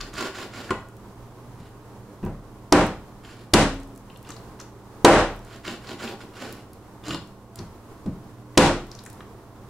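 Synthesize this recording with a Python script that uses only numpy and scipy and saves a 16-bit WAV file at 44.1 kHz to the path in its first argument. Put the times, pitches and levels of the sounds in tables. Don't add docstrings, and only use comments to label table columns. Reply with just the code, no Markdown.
import sys
import numpy as np
from scipy import signal
from scipy.fft import rfft, irfft
from scipy.io import wavfile
from scipy.ndimage import uniform_filter1d

SR = 44100
rng = np.random.default_rng(int(sys.argv[2]) if len(sys.argv) > 2 else 0)


def unload_audio(sound):
    columns = np.transpose(np.atleast_2d(sound))
    steps = np.round(np.clip(columns, -1, 1) * 32767)
    wavfile.write(sys.argv[1], SR, steps.astype(np.int16))


def voltage_ratio(level):
    return 10 ** (np.asarray(level, float) / 20)


N = 427329

# centre_hz, width_hz, level_db
BLADE_MODES = [(1130, 70, -2), (1430, 66, 2), (1850, 29, -10), (2800, 30, -4.5), (3000, 22, -5),
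               (4100, 52, -9.5), (4640, 87, -9), (5070, 60, -10.5), (7100, 34, -5), (7440, 64.6, -9.5),
               (8940, 45, -12)]


def evened(x):
    return x / np.sqrt(np.mean(x ** 2) + 1e-20)


def read(points, hz):
    f, value = np.transpose(points)
    return np.interp(np.log(hz + 1), np.log(f + 1), value)


def add(mix, start_s, sound):
    part = mix[..., round(start_s * SR):][..., :sound.shape[-1]]
    part += sound[..., :part.shape[-1]]


def colour(x, points):
    gain = voltage_ratio(read(points, np.fft.rfftfreq(len(x), 1 / SR)))
    return irfft(rfft(x) * gain, len(x))


def band(x, lo_hz, hi_hz):
    sos = signal.butter(3, [lo_hz, hi_hz], "bandpass", fs=SR, output="sos")
    return evened(signal.sosfilt(sos, x))


def resonate(x, hz, width_hz):
    turn = np.exp(2j * np.pi * hz * np.arange(len(x)) / SR)
    r = np.exp(-np.pi * width_hz / SR)
    return 2 * (turn * signal.lfilter([1 - r], [1, -r], x / turn)).real


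def wander(length, rate_hz):
    return evened(signal.lfilter([1], [1, -np.exp(-2 * np.pi * rate_hz / SR)], rng.standard_normal(length)))


def noise_pair(length, same, shape):
    frames, hz = length // 128 + 5, np.fft.rfftfreq(512, 1 / SR)[:, None]
    a, b, c, d = rng.standard_normal((frames, 257, 4)).T
    like = np.clip(read(same, hz), -.985, .985)
    left = a + 1j * b
    right = like * left + np.sqrt(1 - like ** 2) * (c + 1j * d)
    z = np.array([left, right]) * shape(hz, np.arange(frames) * 128 / SR)
    return signal.istft(z, nperseg=512, noverlap=384)[1][:, :length]


def causal(points):
    log_gain = np.log(voltage_ratio(read(points, abs(np.fft.fftfreq(8192, 1 / SR)))))
    return np.fft.ifft(np.exp(log_gain - 1j * signal.hilbert(log_gain).imag)).real[:4096]


def stroke(start_s, bear_s, slide_s, top_db, lost_db):
    # hz, level_db (per Hz)
    rub = [(500, -32), (1000, 0), (1450, 1), (2600, -4.5), (5000, -10), (7200, -15.5), (10000, -41.5),
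           (15000, -68)]
    lift_s, push_lag_s, grit = .05, 0.02, .27
    t = np.arange(0, bear_s + slide_s + lift_s, 1 / SR)

    def pressure_db(t):
        rise_db = -19 * np.clip(1 - t / bear_s, 0, 2) ** 1.6
        loss_db = lost_db * np.clip((t - bear_s) / slide_s, 0, 1)
        lift_db = -22.5 * np.maximum(t - bear_s - slide_s, 0) / lift_s
        return top_db + rise_db - loss_db + lift_db

    slip_db = 4.5 * np.minimum(rng.exponential(1, len(t)), 3)
    slips = (rng.random(len(t)) < 900 / SR) * voltage_ratio(slip_db) * rng.choice([-1, 1], len(t))
    drive = (1 - grit) * rng.standard_normal(len(t)) + grit * evened(slips)
    steel = evened(sum(voltage_ratio(db) * evened(resonate(drive, hz, 1.2 * w)) for hz, w, db in BLADE_MODES))
    push = band(drive, 130, 1100) + 1.6 * evened(resonate(drive, 300, 120))
    push_db = -7.5 + 3 * (5.8 < start_s < 7.3)
    hiss_db = -67.5 + .15 * (pressure_db(t) + 40)
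    sound = voltage_ratio(pressure_db(t)) * (evened(colour(drive, rub)) + voltage_ratio(-8.5) * steel)
    sound += voltage_ratio(pressure_db(t - push_lag_s) + push_db) * push
    sound += voltage_ratio(hiss_db) * band(drive, 6500, 12500)
    return voltage_ratio(-5.0 + 2.6 * wander(len(t), 40)) * sound * signal.windows.tukey(len(t), .08)


def kitchen():
    # pitch_hz, level_db (rms)
    hum = [(59.2, -61.5), (102.3, -58), (118.4, -51.5), (199.2, -57), (236.9, -61), (301.5, -58.5),
           (376.8, -66), (403.7, -64.5), (672.9, -66), (1082, -68.5)]
    # hz, level_db (per Hz)
    fan = [(12, -37), (20, -8.5), (120, -3.5), (170, -13.5), (390, -8), (620, -16), (1000, -14),
           (2000, -30)]
    # hz, likeness (-1 to 1)
    fan_same = [(60, 0.91), (150, 1), (380, 0.92), (950, 0.97), (2380, 0.11), (5980, 0.12), (15000, -0.4)]
    # hz, level_db (per Hz)
    mic_hiss = [(1000, -1), (2670, -0.5), (12400, -5.5), (16000, -7)]
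    fan_db, mic_hiss_db = -43, -66

    def shape(hz, t):
        fan_shape_db = read(fan, np.minimum(hz, 2000)) - 22 * np.log2(np.maximum(hz / 2000, 1))
        hiss_shape_db = read(mic_hiss, hz) + mic_hiss_db - fan_db - 9
        return np.hypot(voltage_ratio(fan_shape_db), voltage_ratio(hiss_shape_db)) + 0 * t

    lines = np.zeros(N)
    for hz, db in hum:
        phase = 2 * np.pi * np.cumsum(hz + 1.5 * wander(N, 4.3)) / SR
        lines += voltage_ratio(db + 3.1 * wander(N, 2.2)) * np.sin(phase)
    air = evened(noise_pair(N, fan_same, shape))
    air_gain = voltage_ratio(fan_db - 3.5 + 1.2 * wander(N, 1.7))
    return np.sqrt(2) * lines * voltage_ratio([[-1.5], [1.2]]) + air_gain * air * voltage_ratio([[-.6], [.6]])


def mode(hz, db, t60_s, rise_s=0.0023):
    t = np.arange(round(min(t60_s, .75) * SR)) / SR
    return voltage_ratio(db - 60 * t / t60_s) * np.sin(2 * np.pi * hz * t) * (1 - np.exp(-t / rise_s))


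def tick(db, hz, pan_db, share, decay_s):
    t = np.arange(600) / SR
    click = rng.standard_normal(600) * (t / .0006) * np.exp(-t / decay_s)
    snap = resonate(resonate(click, hz, hz * share), hz, hz * share)
    return voltage_ratio(db - 1.5 - np.array([[-pan_db], [pan_db]]) / 2) * snap / abs(snap).max()


def skip(db, hz):
    # pitch_hz, level_db, t60_s
    knock = [(181, -4.5, 0.067), (328, 0, 0.042), (620, -3, 0.026), (1120, -7, 0.027)]
    sound = np.zeros((2, SR // 2))
    add(sound, 0, tick(db, hz, 1.5, 0.71, 0.00098))
    for f, _, d in BLADE_MODES:
        far_db = 3 * abs(np.log2(f / hz))
        ring_db = db + d - 11.5 - far_db + 2.2 * rng.standard_normal()
        add(sound, 0, mode(f * rng.uniform(1.0, 1.015), ring_db, 0.055, rise_s=0.00062)[None])
    for f, d, t60_s in knock:
        add(sound, 0, mode(f * rng.uniform(0.886, 1.103), db + d - 3, t60_s, rise_s=0.00063)[None])
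    return sound


def blow(db, thump_db, body_db, slap_db, crack_db):
    # hz, direct_db, push_db
    blow_shape = [(12, -36, -23.5), (55, -8, 11), (187, 4, 10.5), (503, -3.5, 1.85), (1230, -5, 1),
                  (4460, -1, -12), (8900, -7, -16), (16000, -29.5, -40)]
    blow_part = [1, 1, 2, 0, 3, 4, 4, 4]
    # pitch_hz, level_db, t60_s
    counter = [(35.3, 2, 0.77), (94.1, 8.5, 0.43), (123.7, -2.5, 0.18), (174.4, 1, 0.33), (218, -6, 0.38),
               (295, -3, 0.27), (347.4, 0.5, 0.24), (421.8, -11, 0.13), (506.4, -6, 0.25),
               (583.5, -9.5, 0.051), (780, 0, 0.33), (970, 2.5, 0.18)]
    extra_db = 0.46 * np.maximum(db + 16, 0)
    parts_db = db + extra_db + np.array([0, thump_db - 0.52 * extra_db, body_db, slap_db, crack_db])
    direct_points = [(hz, parts_db[k] + d) for k, (hz, d, _) in zip(blow_part, blow_shape)]
    push_points = [(hz, parts_db[k] + d) for k, (hz, _, d) in zip(blow_part, blow_shape)]

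    t = np.arange(2000) / SR
    late = np.maximum(t - .0022, 0)
    burst = (np.exp(-late / 0.0039) + 0.025 * np.exp(-late / .012)) * (1 - np.exp(-late / 0.00046))
    burst += 0.076 * (late == 0)
    direct = np.zeros(SR)
    noise = rng.standard_normal(2000) * burst
    add(direct, 0, voltage_ratio(10.5) * signal.fftconvolve(noise, causal(direct_points)))

    spread = rng.standard_normal((len(counter), 2)) * [1, 2]
    for (hz, d, t60_s), (u, v) in zip(counter, spread):
        part = 1 if hz < 110 else 2 if hz < 280 else 0 if hz < 700 else 3
        add(direct, 0, mode(hz * (1 + 0.017 * u), parts_db[part] - 8.5 + d + v, t60_s))
    for hz, _, d in BLADE_MODES:
        add(direct, .002, mode(hz, parts_db[4] - 21 + d + 3.1 * rng.standard_normal(), .2))
    return direct, voltage_ratio(37) * causal(push_points)


def room(x):
    # hz, t60_s
    room_t60 = [(40, 0.55), (150, 0.41), (500, .37), (1500, 0.38), (4000, 0.39), (9000, 0.33),
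                (16000, 0.22)]
    # hz, likeness (-1 to 1)
    room_same = [(60, 1), (950, 1), (1500, 0.91), (2380, 0.31), (5980, -0.14), (15000, -0.3)]
    # hz, lean_db
    room_lean = [(60, -0.8), (500, 0.2), (1500, -1), (4000, 4.5), (8000, 2), (14000, -6.5)]

    def shape(hz, t):
        lean_db = np.array([1, -1])[:, None, None] * read(room_lean, hz) / 2
        return voltage_ratio(lean_db - 60 * t / read(room_t60, hz))

    turn = np.arange(N) / SR * 2 * np.pi * .37
    out = np.zeros((2, N))
    for k in range(3):
        tail = noise_pair(SR, room_same, shape)
        tail *= 1 - np.exp(-np.arange(SR) / SR / 0.0012)
        share = np.sqrt(2 / 3) * np.cos(turn + k * 2 * np.pi / 3)
        out += signal.fftconvolve((x * share)[None], tail / np.linalg.norm(tail[0]), axes=1)[:, :N]
    return out


def scene():
    # start_s, bear_s, slide_s, top_db (pressure), lost_db (while sliding)
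    stroke_rows = [(0.0, 0.0063, 0.064, -35.5, 9.5), (0.125, 0.072, 0.076, -29.5, 5.5),
                   (0.315, 0.054, 0.073, -34.5, 3), (0.5, 0.063, 0.11, -36.5, 9),
                   (1.56, .045, 0.071, -56.5, 0), (3.225, 0.033, 0.18, -46.5, 9.5),
                   (4.22, 0.084, 0.036, -46, 10), (4.585, 0.019, .015, -42.5, 14.5),
                   (5.42, 0.12, 0.031, -45.5, 2), (5.63, 0.043, 0.084, -34.5, 8.5),
                   (5.81, 0.099, 0.019, -38, 3.5), (5.965, 0.047, .1, -36.5, 4),
                   (6.185, 0.024, .015, -43, 4.5), (6.32, 0.097, 0.19, -38.5, 15.5),
                   (7.03, 0.047, 0.062, -38, 2), (7.56, 0.028, 0.036, -49, 12), (8.9, .03, .08, -54.5, 1)]
    # start_s, pitch_hz, level_db, t60_s
    ring_rows = [(0.001, 36, -34, .6), (1.601, 170, -33, .1), (2.234, 200, -27, .12), (2.26, 96, -29, .15),
                 (2.725, 300, -10, 0.34), (3.58, 273.6, -24.5, 0.97), (7.591, 149, -35, .15),
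                 (8.061, 201, -22, .11), (8.578, 140, -17, .4), (8.581, 347, -4, 0.4)]
    # start_s, peak_db, centre_hz, pan_db
    tick_rows = [(0.0101, -25.5, 4800, 13), (0.027, -34, 3020, 1.5), (2.24, -41, 2660, -2.0),
                 (3.248, -39, 3070, 5), (4.0994, -40, 2800, 5), (4.1594, -39, 3460, 8),
                 (4.248, -40, 3030, 4), (4.3035, -30.5, 7080, 10), (4.318, -38, 4070, 12),
                 (4.3637, -37, 4300, 6), (4.5994, -30, 6200, 6), (4.6114, -35, 5170, 7),
                 (5.8705, -34, 3680, 9), (5.9148, -28, 2960, 3), (6.0748, -26, 2620, 2.0),
                 (6.2128, -42, 2890, 7.5), (7.5882, -30.5, 4980, 7), (8.0603, -43, 4100, 3),
                 (8.9141, -30, 5070, 7), (8.9496, -32, 5900, 4.5), (8.9888, -32.5, 4650, 7),
                 (9.051, -34.5, 8260, 0.5), (9.061, -32.5, 7400, 5), (9.205, -41, 2895, 6)]
    # start_s, peak_db, centre_hz
    nick_rows = [(0.013, -33, 1150), (0.692, -25.5, 1600), (0.7072, -15.5, 980), (4.3022, -31.5, 1230),
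                 (5.6747, -33, 1430), (7.1063, -27, 1430), (7.1464, -27, 1000), (8.551, -41.5, 2000),
                 (9.0607, -32, 1430), (9.2053, -32.5, 1390)]
    # start_s, peak_db, centre_hz
    smack_rows = [(0.1575, -40, 7200), (0.8856, -42, 9160), (0.9674, -44, 9670), (2.25, -38, 12000),
                  (2.8654, -30, 8400), (3.742, -43, 11000), (3.8, -41, 7000), (3.832, -40, 6500),
                  (3.873, -47, 10000), (3.951, -44, 9000), (3.96, -38.5, 8400), (3.9759, -36.5, 9040),
                  (4.1727, -37, 9240), (4.2273, -39, 11100), (5.3627, -39, 12100), (5.391, -42, 7280),
                  (5.4485, -40, 7030), (6.525, -29.5, 12100), (6.732, -35, 10330), (7.273, -45, 6000),
                  (7.557, -30.5, 8650), (8.8681, -44, 9180), (9.0369, -37, 8300), (9.0997, -35, 8650),
                  (9.129, -37, 9050)]
    # start_s, peak_db, centre_hz
    skip_rows = [(0.1385, -33, 7100), (0.7065, -15, 1420), (4.2898, -32.5, 7080), (5.679, -22, 2970),
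                 (7.0384, -35.5, 3130), (7.054, -35, 4500), (7.0654, -31, 4500), (7.0822, -24.5, 5950),
                 (7.092, -25, 3500), (7.107, -20, 3000), (7.1327, -23.5, 3450), (7.1454, -21.5, 4200),
                 (7.158, -35, 3000)]
    # thump_db (floor), body_db (counter), slap_db, crack_db
    blow_rows = [(0.704, -24.5, -10.5, -5, -5.5, -10.5), (1.599, -46, 2, 4, -15, -9),
                 (2.228, -31.5, 3.5, 7.5, -8, -26), (2.26, -29, -4, 1, -9.5, -23),
                 (2.723, -4, -13, -8, -5, -9.5), (3.536, -5, -10.5, -7, -5.5, -3),
                 (4.654, -51.5, -6, -12, -10.5, -21), (5.047, 5, -17, -17, -6.5, -10.5),
                 (7.589, -40.5, 5.5, 6.5, -3, -8), (8.059, -30.5, -0.5, 10, -16.5, -21),
                 (8.575, -2, -15.5, -10.5, -7.5, -6)]

    blows, pushes, strokes, ticks = np.zeros(N), np.zeros(N), np.zeros(N), np.zeros((2, N))
    for row in stroke_rows:
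        add(strokes, row[0], stroke(*row))
    for s, *row in ring_rows:
        add(blows, s, mode(*row))
    for s, db, hz, pan_db in tick_rows:
        add(ticks, s, tick(db, hz, pan_db, share=0.44, decay_s=0.0015))
    for s, db, hz in nick_rows:
        add(ticks, s, tick(db, hz, 0, share=0.51, decay_s=0.0022))
    for s, db, hz in smack_rows:
        add(ticks, s, tick(db, hz, .3, share=0.96, decay_s=0.00098))
    for s, *row in skip_rows:
        add(ticks, s, skip(*row))
    for s, *row in blow_rows:
        direct, push = blow(*row)
        add(blows, s - .001, direct)
        add(pushes, s + 0.0011, push)
    close = blows * voltage_ratio([[.3], [-.3]]) + strokes * voltage_ratio([[-1.5], [1.5]]) + ticks
    return close + room(pushes + voltage_ratio(-3) * strokes + voltage_ratio(-4.5) * ticks.mean(0)) + kitchen()


def band_limit(x):
    return signal.sosfilt(signal.butter(12, 16470, fs=SR, output="sos"), x)


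def record(dry):
    grip = np.exp(-1 / (.006 * SR))
    power = signal.lfilter([1 - grip], [1, -grip], (dry ** 2).mean(0))
    power_db = 10 * np.log10(power + 1e-12)
    fall_db = np.arange(N) * 370.0 / SR
    held_db = np.maximum.accumulate(power_db + fall_db) - fall_db
    over_db = np.maximum(held_db + 14, 0)
    held = dry / voltage_ratio(.7 * uniform_filter1d(over_db, 64))
    clipped = 0.97 * np.tanh(held / 1.056)
    edge = signal.firwin(511, 15850, window=("kaiser", 9), fs=SR)[None]
    return band_limit(signal.oaconvolve(clipped, edge, "same"))


dry = scene()
out = record(dry)
unload_audio(out)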